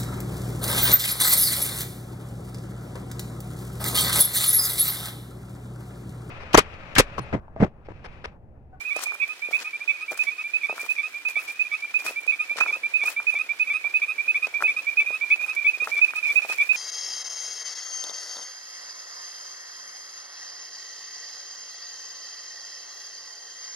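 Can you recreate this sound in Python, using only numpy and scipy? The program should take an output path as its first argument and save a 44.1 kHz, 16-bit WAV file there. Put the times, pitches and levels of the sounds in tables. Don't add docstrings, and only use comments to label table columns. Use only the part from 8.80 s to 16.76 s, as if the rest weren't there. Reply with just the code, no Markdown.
import sys
import numpy as np
from scipy import signal
from scipy.fft import rfft, irfft
from scipy.io import wavfile
from scipy.ndimage import uniform_filter1d

SR = 44100
rng = np.random.default_rng(int(sys.argv[2]) if len(sys.argv) > 2 else 0)


def to_wav(s):
    ch = np.atleast_2d(s).T
    pcm = np.round(np.clip(ch, -1, 1) * 32767)
    wavfile.write(sys.argv[1], SR, pcm.astype(np.int16))


N = 351036
LEAD_S = 0.00011


def gain_of(db):
    return 10 ** (np.asarray(db) / 20)


def evened(x):
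    return x / np.sqrt(np.mean(x ** 2) + 1e-20)


def read_spectrum(points, hz):
    point_hz, value = np.transpose(points)
    return np.interp(np.log(hz + 1), np.log(point_hz + 1), value)


def along(points, at):
    return np.interp(at, *np.transpose(points))


def add(mix, start_s, sound):
    part = mix[:, round(start_s * SR):][:, :sound.shape[1]]
    part += sound[:, :part.shape[1]]


def sides(pan_db):
    pair = gain_of([[pan_db / 2], [-pan_db / 2]])
    return pair / np.sqrt(np.mean(pair ** 2))


def band_rms(x, low_hz, high_hz):
    bins = rfft(x)[:, round(low_hz * N / SR):round(high_hz * N / SR)]
    return np.sqrt((abs(bins) ** 2).sum()) / N


# frequency in Hz, likeness from 0 to 1.
LIKENESS = [(25, 0.87), (60, 0.82), (150, 0.97), (300, 1), (650, 0.76), (1400, 0.55), (3000, 0.27),
            (15000, 0.064)]


def coloured(pair, spectrum):
    hz = np.fft.rfftfreq(N, 1 / SR)
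    same = np.clip(read_spectrum(LIKENESS, hz), -1, 1)
    a, b = rfft(pair)
    delayed = a * np.exp(-2j * np.pi * hz * LEAD_S)
    right = same * delayed + np.sqrt(1 - same ** 2) * b
    return irfft(gain_of(read_spectrum(spectrum, hz)) * np.array([a, right]), N)


# frequency in Hz, relative level in dB.
AIR_SPECTRUM = [(20, -24), (40, -12), (70, -10.5), (170, -33), (300, -25), (900, -32.5), (1200, -27),
                (2000, -21), (3500, -23.5), (6000, -33.5), (10000, -36.5), (15000, -42.5)]
AIR_DB = -49


def air():
    hush = evened(coloured(rng.standard_normal((2, N)), AIR_SPECTRUM))
    bass = signal.lfilter(*signal.butter(2, 200, fs=SR), hush)
    wander = uniform_filter1d(uniform_filter1d(rng.standard_normal(N), 5000), 5000)
    gusts = gain_of(2.3 * evened(wander))
    return gain_of(AIR_DB) * (hush + (gusts - 1) * bass)


def ring(hz, t):
    cycles = hz * np.maximum(t, 0)
    wave = np.sin(2 * np.pi * cycles) * (1 - np.exp(-cycles / 0.46)) * np.exp(-cycles / 0.64)
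    return wave / abs(wave).max()


def grains(per_s, spread_db):
    size = gain_of(spread_db * np.minimum(rng.exponential(1, N), 5))
    return size * (rng.random(N) < per_s / SR)


RESONANCE_HZ, RESONANCE_WIDTH_HZ, RESONANCE_DB = 1366, 280, 0


def resonate(x):
    peak = signal.iirpeak(RESONANCE_HZ, RESONANCE_HZ / RESONANCE_WIDTH_HZ, SR)
    return x + gain_of(RESONANCE_DB) * signal.lfilter(*peak, x)


# start in seconds, length in seconds, brushing in dB, fine grit in dB, crunch of coarse grit in dB.
SCUFFS = [(0, 0.012, -55, -53.5, -60), (0.16, 0.081, -70, -47, -65), (0.22, 0.0063, -41.5, -47, -52),
          (0.338, .003, -54, -55, -43), (0.48, .002, -54, -58, -58), (0.709, 0.068, -55, -54, -52.5),
          (0.793, 0.044, -56, -47.5, -55), (1.313, 0.011, -50, -48.5, -41), (1.37, 0.089, -55.5, -51, -71),
          (1.957, 0.11, -52.5, -53.5, -50), (2.1, 0.026, -52.5, -53.5, -55),
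          (2.26, 0.11, -62.5, -58, -60.5), (2.487, 0.015, -48, -50, -52), (2.59, 0.063, -53, -55, -52.5),
          (2.68, 0.041, -54.5, -51.5, -56), (3.189, 0.039, -54.5, -49.5, -52),
          (3.245, 0.063, -48, -49, -43), (3.408, .01, -57, -63, -54), (3.771, 0.051, -58, -41.5, -44),
          (3.837, 0.14, -59.5, -55, -49), (4.236, 0.013, -52, -48, -43), (4.255, 0.059, -44, -48.5, -55),
          (4.495, 0.026, -57, -55.5, -59), (5.046, 0.032, -60, -59, -49.5), (5.637, 0.043, -65, -54, -53),
          (5.814, 0.013, -53.5, -53, -38.5), (6.613, 0.091, -59, -55, -54),
          (7.043, 0.14, -57, -50.5, -56.5), (7.357, 0.017, -55, -52, -65), (7.477, 0.092, -52.5, -52, -56),
          (7.679, 0.077, -50, -49, -57), (7.944, 0.032, -51, -51, -52)]
# time in seconds, brushing in dB, fine grit in dB, crunch in dB.
RUSTLE = [(0, -63, -60, -61.5), (1, -71.5, -60, -60), (1.7, -66.5, -60.5, -63.5), (3, -67, -58, -68),
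          (4, -66, -60.5, -56.5), (5, -65, -59, -58.5), (6, -64, -57, -57), (7, -64.5, -56.5, -57),
          (7.96, -54.5, -52, -61)]
SCUFF_RISE_DB_PER_S, SCUFF_FALL_DB_PER_S = 2200, 420


def drag(t):
    s, *rustle_db = np.transpose(RUSTLE)
    level_db = np.array([np.interp(t, s, db) for db in rustle_db])
    for start_s, length_s, *peak_db in SCUFFS:
        early_s = np.maximum(start_s - t, 0)
        late_s = np.maximum(t - start_s - length_s, 0)
        loss_db = SCUFF_RISE_DB_PER_S * early_s + SCUFF_FALL_DB_PER_S * late_s
        level_db = np.maximum(level_db, np.array(peak_db)[:, None] - loss_db)
    return level_db


# frequency in Hz, relative level in dB.
BRUSH_SPECTRUM = [(1500, -15), (3500, -14), (6400, 1.5), (10000, 1), (16000, -2)]
# frequency in Hz, relative level in dB.
GRIT_SPECTRUM = [(300, -2.5), (700, 4.5), (1400, 6), (1900, 9.5), (3500, 4.5), (5500, 5.5), (9000, -6),
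                 (15000, -16)]
CRUNCH_LOW_HZ, CRUNCH_HIGH_HZ = 432, 1710


def stride():
    t = np.arange(N) / SR
    coarse_t = t[::64]
    brush_db, grit_db, crunch_db = (np.interp(t, coarse_t, db) for db in drag(coarse_t))

    flutter = gain_of(4.8 * evened(uniform_filter1d(rng.standard_normal(N), 90)))
    brush = coloured(rng.standard_normal((2, N)) * flutter, BRUSH_SPECTRUM) * sides(13)

    bursts = signal.lfilter([1], [1, -np.exp(-1 / (0.0038 * SR))], grains(500, 1.9))
    grit = coloured(bursts * rng.standard_normal((2, N)), GRIT_SPECTRUM) * sides(1.8)

    ears_t = t[:600] - np.array([[0], [LEAD_S]])
    crunch = np.zeros((2, N))
    for hz in np.geomspace(CRUNCH_LOW_HZ, CRUNCH_HIGH_HZ, num=6):
        grain_ring = np.sqrt(hz) * ring(hz, ears_t)
        crunch += signal.oaconvolve(grains(110, 3.7)[None], grain_ring, axes=1)[:, :N]
    crunch = resonate(crunch * sides(1.5))

    brush *= gain_of(brush_db) / band_rms(brush, 11050, 15700)
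    grit *= gain_of(grit_db) / band_rms(grit, 4707, 5930)
    crunch *= gain_of(crunch_db) / band_rms(crunch, 240, 1370)
    return brush + grit + crunch


HARMONICS = (1, 3, 4, 5, 7, 8)


def whistle(t, hz, voice, phase):
    length_s, fade_s, rise_hz, climb, drop_hz, _, _, *overtones_db = voice
    after = np.maximum(t, 0)
    left = np.clip((length_s - t) / fade_s, 0, 1)
    attack = np.sin(np.minimum(after / 0.0069, 1) * np.pi / 2)
    shape = (attack * np.sin(left * np.pi / 2)) ** 2
    shape *= 1 - 0.41 * np.exp(-after / 0.0061)

    pitch = hz + rise_hz * (np.minimum(after / length_s, climb) - .5)
    pitch = pitch - drop_hz * (1 - left) ** 2 - 40 * np.exp(-after / 0.0024)
    turns = np.pi * (np.cumsum(pitch, -1) / SR + hz * t[:, :1]) + phase
    overtones = sum(gain_of(db) * np.sin(k * turns) for k, db in zip(HARMONICS, overtones_db))
    return shape * (np.sin(2 * turns) + shape * overtones)


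# start in seconds, level in dB.
CHORUS = [
    [(.282, -24), (.618, -23), (.928, -25.5), (1.278, -25), (1.636, -25.5), (1.989, -27.5), (2.337, -26.5),
     (2.675, -26.5), (3.019, -24.5), (3.357, -23), (3.692, -20.5), (4.031, -19.5), (4.361, -20),
     (4.688, -19.5), (5.038, -19), (5.379, -19), (5.737, -19.5), (6.065, -18.5), (6.408, -19), (6.761, -19),
     (7.113, -20), (7.448, -19), (7.78, -17.5)],
    [(.047, -26), (.397, -21), (.731, -17.5), (1.074, -16.5), (1.388, -16.5), (1.733, -16.5),
     (2.086, -17.5), (2.448, -19), (2.79, -15.5), (3.139, -15), (3.474, -14), (3.8, -14), (4.135, -14),
     (4.465, -14.5), (4.794, -15), (5.137, -14), (5.476, -14.5), (5.834, -14), (6.168, -12.5), (6.506, -12),
     (6.863, -12.5), (7.212, -9.5), (7.554, -11), (7.888, -12)],
    [(.103, -20.5), (.414, -18.5), (.725, -19), (1.086, -19.5), (1.466, -19), (1.83, -18.9), (2.179, -19),
     (2.553, -18), (2.913, -21), (3.516, -23.5), (3.876, -20.5), (4.21, -18.5), (4.55, -19), (4.896, -18),
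     (5.216, -21.5), (5.542, -19), (5.875, -17), (6.194, -17.5), (6.5, -16.5), (6.843, -16.5),
     (7.163, -18.5), (7.486, -18), (7.795, -15.5)],
    [(.143, -25.5), (.485, -27), (.842, -27.5), (1.205, -28), (1.578, -27), (1.883, -24.5), (2.228, -25.5),
     (2.563, -25.5), (2.918, -24.5), (3.257, -24.5), (3.596, -25), (3.925, -23.5), (4.253, -22.5),
     (4.584, -24), (4.932, -21), (5.278, -23), (5.619, -22.5), (5.961, -25), (6.323, -22.5), (6.678, -23),
     (7.013, -27), (7.352, -22.5), (7.687, -22.5)],
    [(.255, -22), (.639, -24.5), (1.007, -30.5), (1.401, -29.5), (1.809, -29.5), (2.16, -28),
     (2.488, -29.5), (2.844, -27.5), (3.185, -28), (3.515, -23.5), (3.852, -25.5), (4.185, -24),
     (4.518, -23.5), (4.868, -22.5), (5.214, -18.5), (5.55, -19.5), (5.891, -21.5), (6.258, -21),
     (6.59, -25), (6.931, -23), (7.276, -23), (7.616, -23), (7.936, -23)],
    [(.073, -26), (.408, -34), (.767, -31.5), (1.131, -32), (1.503, -31.5), (1.886, -42), (2.232, -29),
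     (2.562, -36), (2.916, -26), (3.589, -22), (3.922, -23), (4.251, -21.5), (4.591, -23.5), (4.94, -26),
     (5.289, -26), (5.619, -22), (5.962, -24), (6.281, -23.5), (6.614, -21), (6.998, -19), (7.425, -19.5),
     (7.801, -22.5)],
    [(0, -30.5), (.325, -30), (.665, -32.5), (1.0, -32.5), (1.335, -38), (1.68, -35.5), (2.03, -35),
     (2.385, -37), (2.73, -43), (3.075, -38), (3.41, -40), (3.745, -36.5), (4.085, -39), (4.41, -40),
     (4.74, -44), (5.09, -32), (5.43, -36.5), (5.78, -30), (6.11, -30), (6.455, -31), (6.805, -26.5),
     (7.15, -25), (7.5, -25), (7.84, -32.5)],
]
# length in seconds, fade in seconds, climb in Hz per note length, share of the note
# that climbs, final drop in Hz, echo delay in seconds (least), echo in dB,
# then harmonics 1 (before the undertone trim), 3, 4, 5, 7, 8 in dB against 2.
VOICES = [(0.046, .016, 145, 0.66, 18, 0.017, -13.5, -34, -30.5, -48, -43, -55, -62),
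          (0.042, 0.0063, 173, 0.74, 5, 0.015, -15.5, -40, -37, -49, -46, -65, -46),
          (0.035, 0.0071, 106, 0.83, 330, .012, -12.5, -30, -22.5, -38, -37, -41, -39.5),
          (0.0439, 0.0078, 193, 0.78, 5, 0.011, -8, -18, -28, -31, -44, -28.5, -57),
          (0.031, 0.0085, 137, .95, 5, .012, -6, -27.5, -28.5, -36, -34, -61, -33),
          (0.044, 0.013, 128, 0.98, 5, .012, -12, -28.5, -28, -36, -35, -60, -60),
          (0.038, 0.012, 115, 0.65, 10, .014, -11, -25, -29, -41, -45, -56, -58)]
# middle pitch of harmonic 2 at the first and last moment in Hz, spread of pitch between
# notes in +-Hz, left lag straight ahead in microseconds, share of the listener's turning,
# extra left-right level at the first and last moment in dB.
PLACES = [(2376, 2360, 4.4, 8, 1., 0.5, -3.5), (2521, 2522, 3.5, 130, 0.9, 0, -1.5),
          (2322, 2308, 11, 32, -.6, -10, 11.5), (2509, 2522, 8.6, 17, 0.79, -1, 0.5),
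          (2417, 2434, 5.3, -28, 1., 1.5, -5.5), (2488, 2445, 16.5, -5, 0.79, 0, -4),
          (2364, 2366, 6, 1, 1, -2, -5.5)]
# time in seconds, left lag in microseconds.
TURNING = [(0, 250), (.3, 196), (.6, 110), (.9, 50), (1.25, 13), (1.6, 38), (2.0, 35), (2.35, -19),
           (3.0, 30), (3.6, 80), (4.35, 45), (4.65, -33), (5.3, -43), (6.0, -68), (6.4, -18), (6.75, -44),
           (7.1, -27), (7.4, 120), (7.96, 95)]
# left lag in microseconds, left-right level in dB.
PORT_SHADING = [(-82, -1), (-30, -8.5), (49, -3), (82, -5), (140, -8.5), (262, -10.5)]
UNDERTONE_FIRST_DB, UNDERTONE_LAST_DB = 1, -2.5


def near_frogs():
    mix, t, span_s = np.zeros((2, N)), np.arange(3600) / SR, (0, N / SR)
    for notes, voice, place in zip(CHORUS, VOICES, PLACES):
        first_hz, last_hz, spread_hz, ahead_us, share, first_db, last_db = place
        echo_s, echo_db = voice[5:7]
        draws = rng.random((len(notes), 4))
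        for (start_s, db), (phase, wander, beat, tune) in zip(notes, draws):
            hz = np.interp(start_s, span_s, (first_hz, last_hz)) + spread_hz * (2 * tune - 1)
            lag_us = ahead_us + share * along(TURNING, start_s)
            pan_db = along(PORT_SHADING, lag_us) + np.interp(start_s, span_s, (first_db, last_db))
            undertone_db = voice[7] + np.interp(start_s, span_s, (UNDERTONE_FIRST_DB, UNDERTONE_LAST_DB))
            heard = (*voice[:7], undertone_db, *voice[8:])
            ears_t = t - np.array([[lag_us * 1e-6], [0]])
            direct = whistle(ears_t, hz, heard, 2 * np.pi * phase)
            direct *= 1 + 0.02 * np.sin(2 * np.pi * ((50 + 120 * beat) * t + wander))
            echo = np.roll(direct, round((echo_s + 0.00031 * wander) * SR), axis=1)
            add(mix, start_s, gain_of(db) * sides(pan_db) * (direct + gain_of(echo_db) * echo))
    return mix


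FAR_LOW_HZ, FAR_HIGH_HZ, FAR_PER_S = 2260, 2523, 33
FAR_FIRST_DB, FAR_LAST_DB = -46.5, -44


def far_frogs():
    mix, t = np.zeros((2, N)), np.arange(2400) / SR
    draws = rng.random((300, 5))[:round(FAR_PER_S * N / SR)]
    for when, pitch, size, side, lag in draws:
        hz = np.interp(pitch, (0, 1), (FAR_LOW_HZ, FAR_HIGH_HZ))
        ears_t = t - np.array([[lag * 0.00035], [0]])
        note = whistle(ears_t, hz, VOICES[5], 7 * size)
        level_db = np.interp(when, (0, 1), (FAR_FIRST_DB, FAR_LAST_DB)) + 6 * size
        add(mix, when * N / SR, gain_of(level_db) * sides(-11 + 12 * side) * note)
    return mix


SCATTER_DB, SCATTER_T60_S, SCATTER_TURN_HZ = -21.5, 0.64, 1.0


def scatter(x):
    out, t = np.zeros((2, N)), np.arange(12000) / SR
    for k in range(3):
        taps = rng.standard_normal((2, len(t))) * (rng.random((2, len(t))) < .03)
        taps *= gain_of(-60 * t / SCATTER_T60_S) * (t > .008)
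        taps /= np.linalg.norm(taps, axis=1, keepdims=True)
        turn = np.sqrt(2 / 3) * np.cos(2 * np.pi * (SCATTER_TURN_HZ * np.arange(N) / SR + k / 3))
        out += signal.oaconvolve(x * turn, taps, axes=1)[:, :N]
    return gain_of(SCATTER_DB) * out


# time in seconds, blow in dB, ring in Hz, treble
# crack in dB.
KNOCKS = [(.162, -21, 604, -27.5), (.19, -26, 1110, -34), (.214, -36, 1300, -31), (.227, -40, 1300, -28),
          (.234, -28, 1310, -19), (.267, -32.5, 848, -36), (.319, -27, 1200, -43), (.685, -30.5, 472, -53),
          (.709, -29, 730, -51), (1.316, -24, 620, -42), (1.328, -28, 1500, -43), (1.373, -31, 1540, -29),
          (1.894, -20.5, 715, -51), (1.925, -25.5, 660, -46), (1.978, -25.5, 1320, -42),
          (2.049, -41, 821, -53), (2.45, -36, 1320, -51), (2.565, -32, 670, -47), (3.043, -32.5, 1450, -56),
          (3.138, -32, 1410, -52), (3.262, -26.5, 1240, -25), (3.464, -35, 650, -39),
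          (3.711, -35, 624, -50), (3.757, -31, 570, -50), (3.77, -37, 1300, -37), (3.784, -21, 1160, -45),
          (3.808, -12, 1240, -45), (3.835, -28, 1140, -47), (3.86, -21, 1260, -46), (4.235, -28, 750, -43),
          (4.281, -23, 1330, -39), (4.399, -25.5, 1350, -51), (4.54, -30.5, 770, -39),
          (5.044, -32, 810, -50), (5.668, -28.5, 630, -51), (5.804, -25, 1250, -51),
          (5.822, -10.5, 1420, -31), (6.303, -28.5, 583, -46), (6.441, -38, 880, -51),
          (6.558, -36, 870, -54), (6.661, -33, 1470, -40), (6.748, -40, 1500, -32), (7.02, -33, 506, -48),
          (7.071, -19, 1250, -37), (7.19, -29.5, 1300, -48), (7.334, -25, 1440, -54),
          (7.593, -32, 1480, -46), (7.647, -25.5, 760, -48), (7.696, -26.5, 710, -34),
          (7.723, -26.5, 1580, -28.5), (7.931, -35, 1440, -43)]


def knocks():
    mix, t = np.zeros((2, N)), np.arange(1800) / SR
    treble = signal.butter(2, (3500, 11500), "bandpass", fs=SR)
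    ears_t = t - np.array([[0], [LEAD_S]])
    noises = rng.standard_normal((len(KNOCKS), 2, len(t)))
    stones = rng.random((len(KNOCKS), 7, 3))
    for (s, db, hz, crack_db), noise, settling in zip(KNOCKS, noises, stones):
        blow = ring(hz, ears_t)
        for late, pitch, size in settling:
            stone_hz = np.sqrt(900 * hz) * 3 ** (pitch - .5)
            stone = ring(stone_hz, ears_t - .002 - 0.027 * late)
            blow = blow + .5 * size * np.exp(-late / .5) * stone
        crack = signal.lfilter(*treble, noise * np.exp(-t / 0.0061))
        knock = gain_of(db) * sides(2) * blow + gain_of(crack_db) * sides(4.7) * crack
        add(mix, s + .002, knock)
    return mix


def scene():
    frogs = near_frogs() + far_frogs()
    return frogs + scatter(frogs) + resonate(knocks()) + stride() + air()


LOW_CUT_HZ, EDGE_HZ = 300, 15950


def record(dry):
    thin = signal.lfilter(*signal.butter(2, LOW_CUT_HZ, "high", fs=SR), dry)
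    band_limit = signal.firwin(511, EDGE_HZ, window=("kaiser", 9), fs=SR)
    return signal.oaconvolve(thin, band_limit[None], "same")


dry = scene()
out = record(dry)
to_wav(out)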